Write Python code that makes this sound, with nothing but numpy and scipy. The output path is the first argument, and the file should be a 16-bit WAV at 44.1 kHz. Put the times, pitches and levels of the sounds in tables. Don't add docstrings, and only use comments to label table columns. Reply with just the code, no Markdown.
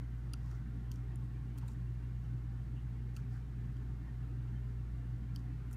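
import sys
import numpy as np
from scipy import signal
from scipy.fft import rfft, irfft
from scipy.io import wavfile

SR = 44100
rng = np.random.default_rng(int(sys.argv[2]) if len(sys.argv) > 2 else 0)


def generate_wav(sig):
    pcm = np.round(np.clip(np.atleast_2d(sig).T, -1, 1) * 32767).astype(np.int16)
    wavfile.write(sys.argv[1], SR, pcm)


def convert_level_to_amplitude(level_db):
    exponent = np.asarray(level_db, float) / 20
    return 10 ** exponent


N = 254016


def rms_one(x):
    return x / np.sqrt(np.mean(x ** 2) + 1e-20)


def drift(rate_hz):
    hop = 40
    pole = np.exp(-2 * np.pi * rate_hz * hop / SR)
    noise = rng.standard_normal(N // hop + 4002)
    slow = signal.lfilter([1], [1, -2 * pole, pole * pole], noise)[4000:]
    return np.interp(np.arange(N) / hop, np.arange(len(slow)), rms_one(slow - slow.mean()))


def resonance(x, hz, width_hz):
    r = np.exp(-np.pi * width_hz / SR)
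    feed = np.array([1, 0, -1]) * (1 - r * r) / 2
    return signal.lfilter(feed, [1, -2 * r * np.cos(2 * np.pi * hz / SR), r * r], x)


def resonance_twice(x, hz, width_hz):
    return resonance(resonance(x, hz, width_hz), hz, width_hz)


def tone(hz, level_db, waver_db):
    phase = 2 * np.pi * (hz * np.arange(N) / SR + rng.random())
    return np.sqrt(2) * convert_level_to_amplitude(level_db + waver_db * drift(1.5)) * np.sin(phase)


def hum():
    motor_hz, magnet_hz = 57.72, 119.92
    # rotation_multiple, level_db (rms)
    motor_orders = [(1, -44), (2, -82), (3, -71), (4, -68), (5, -74.5), (12, -91.5), (13, -81)]
    # hum_multiple, rotation_multiple, level_db (rms)
    magnet_tones = [(1, 0, -44.5), (1, 1, -67), (1, 2, -79), (2, 0, -79.5), (2, 1, -73)]
    turning = sum(tone(k * motor_hz, db, waver_db=0.5) for k, db in motor_orders)
    magnetic = sum(tone(m * magnet_hz + k * motor_hz, db, waver_db=0.46) for m, k, db in magnet_tones)
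    return turning + magnetic


def rumble():
    waver_db = 2.5
    # pitch_hz, width_hz (of both passes together), level_db (rms before the waver)
    room_modes = [(41.5, 8, -70.5), (62.3, 15, -61.5), (90, 21, -60.5), (120.8, 10.6, -55),
                  (136.7, 22.5, -54), (170.5, 18, -62), (212, 19.5, -63.5), (231, 5.8, -67.5),
                  (260.9, 14.7, -66), (290.8, 33, -66), (350, 54, -70), (403.5, 14.6, -75),
                  (485.3, 18, -81.5)]
    out = np.zeros(N)
    for hz, width_hz, db in room_modes:
        filled = resonance_twice(rng.standard_normal(N + SR), hz, width_hz * 1.5)
        settled = filled[SR:]
        out += convert_level_to_amplitude(db + waver_db * drift(12.0)) * rms_one(settled)
    return out


def air():
    hiss_db = -68.5
    # (relative, per Hz)
    hiss_colour = [(450, -0.5), (600, -2.5), (750, -2.5), (1000, -4), (1400, -3), (1800, -4), (2050, -6.5),
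                   (2320, -10), (3000, -14), (3800, -15), (4800, -18), (8000, -22), (13000, -25),
                   (15000, -28.5), (16000, -36)]
    hz = np.fft.rfftfreq(N, 1 / SR) + 1
    points = np.array(hiss_colour)
    colour = convert_level_to_amplitude(np.interp(np.log(hz), np.log(points[:, 0]), points[:, 1]))
    low_cut = 1 / (1 + (400 / hz) ** 4)
    spectrum = rfft(rng.standard_normal(N)) * colour * low_cut
    step = 10 * np.log2(np.clip(hz, 500, 4000) / 500)
    together, out = drift(15.0), np.zeros(N)
    for centre in range(31):
        share = np.clip(1 - abs(step - centre), 0, 1)
        unrest = np.clip((30 - centre) / 10, .1, 1)
        waver_db = unrest * (.6 * together + 2.3 * drift(7.0))
        out += irfft(spectrum * share, N) * convert_level_to_amplitude(waver_db)
    return convert_level_to_amplitude(hiss_db) * rms_one(out)


def air_bands():
    waver_db = 3.0
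    # pitch_hz, width_hz (of each of two passes), level_db (rms before the waver)
    narrow_bands = [(900, 80, -85), (1090, 80, -85), (1389, 100, -85), (1564, 50, -87), (1768, 60, -86),
                    (1905, 25, -89), (2131, 120, -88), (2778, 130, -91), (3058, 110, -93)]
    out = np.zeros(N)
    for hz, width_hz, db in narrow_bands:
        band = resonance_twice(rng.standard_normal(N), hz, width_hz)
        out += convert_level_to_amplitude(db + waver_db * drift(6.0)) * rms_one(band)
    return out


def noise_swells():
    swells_per_s, swells_db = 110, -77
    tilt_db, width_share = -9, .016
    hop = 40
    pitches_hz, out = np.geomspace(700, 3200, 48), np.zeros(N)
    swell = np.hanning(SR // 25)[::hop]
    for k, hz in enumerate(pitches_hz):
        steps = N // hop + 1
        starts = rng.random(steps) < hop * swells_per_s / len(pitches_hz) / SR
        strength = convert_level_to_amplitude(3 * rng.exponential(1, steps).clip(0, 2.5))
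        envelope = np.convolve(starts * strength, swell)[:steps]
        swelling = np.repeat(envelope, hop)[:N] * rng.standard_normal(N)
        width_hz = width_share * hz
        band = resonance_twice(swelling + 1e-18, hz, width_hz) / np.sqrt(width_hz)
        out += convert_level_to_amplitude(tilt_db * k / len(pitches_hz)) * band
    return convert_level_to_amplitude(swells_db) * rms_one(out)


def brush():
    edge_db = -11
    # loudest_s, rise_s, fall_s, level_db (rms at the loudest moment), centre_hz
    strokes = [(.52, 0.14, 0.072, -76.5, 5400), (1.24, .04, .03, -83, 9000),
               (1.588, 0.018, 0.011, -71, 11000), (1.63, 0.059, 0.043, -78, 3670),
               (1.695, 0.023, 0.053, -73, 6840), (.93, .012, 0.062, -77, 6200),
               (3.158, 0.014, 0.056, -72.5, 5850), (3.34, .04, 0.071, -76, 4800),
               (5.355, 0.013, .01, -79, 4970), (5.375, 0.03, .05, -76.5, 5000),
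               (5.74, 0.031, 0.012, -70, 10000)]
    out, t = np.zeros(N), np.arange(N) / SR
    present = rng.random(N) < 15000 / SR
    grains = convert_level_to_amplitude(3.0 * rng.exponential(1, N)) * rng.choice([-1, 1], N) * present
    bright = signal.sosfilt(signal.butter(2, 2500, "high", fs=SR, output="sos"), grains)
    for loudest_s, rise_s, fall_s, db, hz in strokes:
        rub = rms_one(resonance(bright, hz, 0.42 * hz) + 0.23 * bright)
        away = np.maximum((loudest_s - t) / rise_s, (t - loudest_s) / fall_s)
        out += convert_level_to_amplitude(db + edge_db * np.minimum(away, 6) ** 2.0) * rub
    return out


def thumps():
    # start_s, level_db (peak), pitch_hz, rise_s (until the puff is loudest)
    touches = [(0.44, -58.5, 1010, 0.011), (0.501, -56, 1320, 0.016), (0.655, -64, 1350, 0.007),
               (1.619, -55, 950, 0.006), (1.64, -58, 420, .01), (1.684, -57, 900, 0.005),
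               (3.176, -60, 1410, 0.008), (2.755, -63.5, 2830, 0.013), (3.339, -57.5, 1480, 0.016),
               (3.532, -63, 1410, 0.0066), (4.24, -59, 1340, 0.0061)]
    out, span = np.zeros(N + SR), 4400
    t = np.arange(span) / SR
    for start_s, db, hz, rise_s in touches:
        puff = rng.standard_normal(span) * t / rise_s * np.exp(1 - t / rise_s)
        rung = resonance_twice(puff, hz, 350)
        at = round(start_s * SR)
        out[at:at + span] += convert_level_to_amplitude(db) * rung / abs(rung).max()
    return out[:N]


def key_knocks(t):
    scatter_db, scatter_s = -22, .004
    rattle = np.exp(-((t - .0005) / 0.0012) ** 2)
    scatter = convert_level_to_amplitude(scatter_db) * np.exp(-t / scatter_s)
    sparse = rng.standard_normal(len(t)) * (rng.random(len(t)) < .25)
    knocks = sparse * (rattle + scatter)
    knocks[0] = 2.2
    return knocks


def keys():
    favour_db_per_octave, snap_db = 62, -11
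    case_lag_s = 0.00078
    # case_db, plate_db, cap_db, hinge_db, stem_db, tick_db, edge_db
    contacts = [(0.3344, 3060, 4770, -64, -49.5, -42, -54, -51, -46.5, -49),
                (0.338, 2680, 4700, -50.5, -48, -65, -55, -58, -65, -66),
                (0.9155, 3250, 4650, -80, -53, -52.5, -50, -53, -62, -51),
                (0.92, 3200, 4400, -84, -68, -64, -60, -66, -75, -66),
                (0.958, 3200, 5200, -84, -67, -64, -62, -65, -74, -66),
                (1.157, 3200, 4700, -77, -74, -77, -69, -58, -57.5, -62),
                (1.578, 3200, 5200, -71, -61, -70, -64, -60, -69, -65),
                (1.584, 2750, 4400, -69, -62, -63, -66, -61, -70, -62),
                (1.591, 3200, 4400, -75, -72, -70, -70, -70, -75, -70),
                (1.615, 3200, 5200, -64, -64, -72, -69, -76, -80, -78),
                (1.6803, 2400, 3830, -76, -69, -66, -75, -54.5, -66, -58),
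                (1.684, 2400, 3830, -80, -65, -56, -74, -62, -74, -68),
                (1.717, 3200, 4900, -70, -80, -69, -71, -62, -84, -78),
                (1.7328, 3200, 4700, -78, -80, -80, -74, -67, -76, -72),
                (3.1646, 2730, 4360, -62, -54.5, -51.5, -55, -52.5, -64, -56),
                (3.1692, 2660, 4900, -53.5, -52.5, -64, -66, -60, -66, -57),
                (3.767, 3200, 4700, -80, -64, -71, -69, -72, -81, -76),
                (5.3604, 3200, 4900, -80, -52, -45, -54, -57, -56, -52),
                (5.712, 3200, 4700, -61, -80, -80, -72, -60, -72, -64),
                (5.7295, 3200, 5200, -75, -80, -76, -59.5, -52.5, -61, -51),
                (5.735, 3200, 5200, -77, -80, -76, -64, -66, -68, -64)]
    # pitch_hz, level_db (relative peak),
    # ring_s (nominal; each pass is 5.2 / ring_s Hz wide)
    ring_modes = [(1385, 0, 0.027), (2400, -3, 0.014), (2740, 0, 0.017), (3160, 0, 0.015),
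                  (3850, -4, 0.012), (4350, -1, 0.014), (4690, 0, 0.015), (5200, -1, 0.012),
                  (5800, 0, 0.012), (6450, -2, 0.012), (7200, 0, 0.011), (8000, -6, 0.01),
                  (8750, -1, 0.011), (9400, 0, 0.011), (9850, -4, 0.01), (11250, -1, 0.009),
                  (12200, 0, 0.008), (13300, -6, 0.008), (14400, 0, 0.007), (15100, -6, 0.007)]
    part_tops_hz = [2000, 3700, 5550, 6850, 9050, 10500]
    out, span = np.zeros(N + SR), 2600
    t = np.arange(span) / SR
    edges_hz = [1100, *part_tops_hz, 15500]
    for start_s, plate_hz, cap_hz, *parts_db in contacts:
        knocks = key_knocks(t)
        parts = np.zeros((len(parts_db), span))
        for k, (hz, db, ring_s) in enumerate(ring_modes):
            level_chance, pitch_chance = rng.standard_normal(2)
            part = np.searchsorted(part_tops_hz, hz)
            if part in (1, 2):
                favoured_hz = (plate_hz, cap_hz)[part - 1]
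                db = db - favour_db_per_octave * abs(np.log2(hz / favoured_hz))
            rung = resonance_twice(knocks, hz * (1 + .007 * pitch_chance), 5.2 / ring_s)
            sign = (-1) ** k
            parts[part] += sign * convert_level_to_amplitude(db + 1.3 * level_chance) * rung / abs(rung).max()
        parts[0] = np.roll(parts[0], round(case_lag_s * SR))
        parts = parts / abs(parts).max(axis=1, keepdims=True)
        for part, band_hz in enumerate(zip(edges_hz, edges_hz[1:])):
            snap = signal.sosfilt(signal.butter(2, band_hz, "band", fs=SR, output="sos"), knocks)
            parts[part] += convert_level_to_amplitude(snap_db) * snap / abs(snap).max()
        at = round(start_s * SR)
        out[at:at + span] += convert_level_to_amplitude(np.array(parts_db)) @ parts
    return out[:N]


def room(x):
    t60_s, room_db = .14, -22
    t = np.arange(SR // 2) / SR
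    tail = rng.standard_normal(len(t)) * convert_level_to_amplitude(-60 * t / t60_s) * (t > .003)
    tail = signal.lfilter([1], [1, -.6], tail)
    tail = tail / np.sqrt(np.sum(tail ** 2))
    return convert_level_to_amplitude(room_db) * signal.fftconvolve(x, tail)[:N]


def scene():
    background = hum() + rumble() + air() + air_bands() + noise_swells()
    hand = brush() + thumps() + keys()
    return (background + hand + room(hand))[None]


def top_cut(x):
    return signal.sosfilt(signal.butter(12, 15870, fs=SR, output="sos"), x)


def record(dry):
    dipped = dry - .5 * resonance(dry, 10430, 560)
    rolled = signal.sosfilt(signal.butter(4, 15500, fs=SR, output="sos"), dipped)
    return top_cut(rolled)


dry = scene()
out = record(dry)
generate_wav(out)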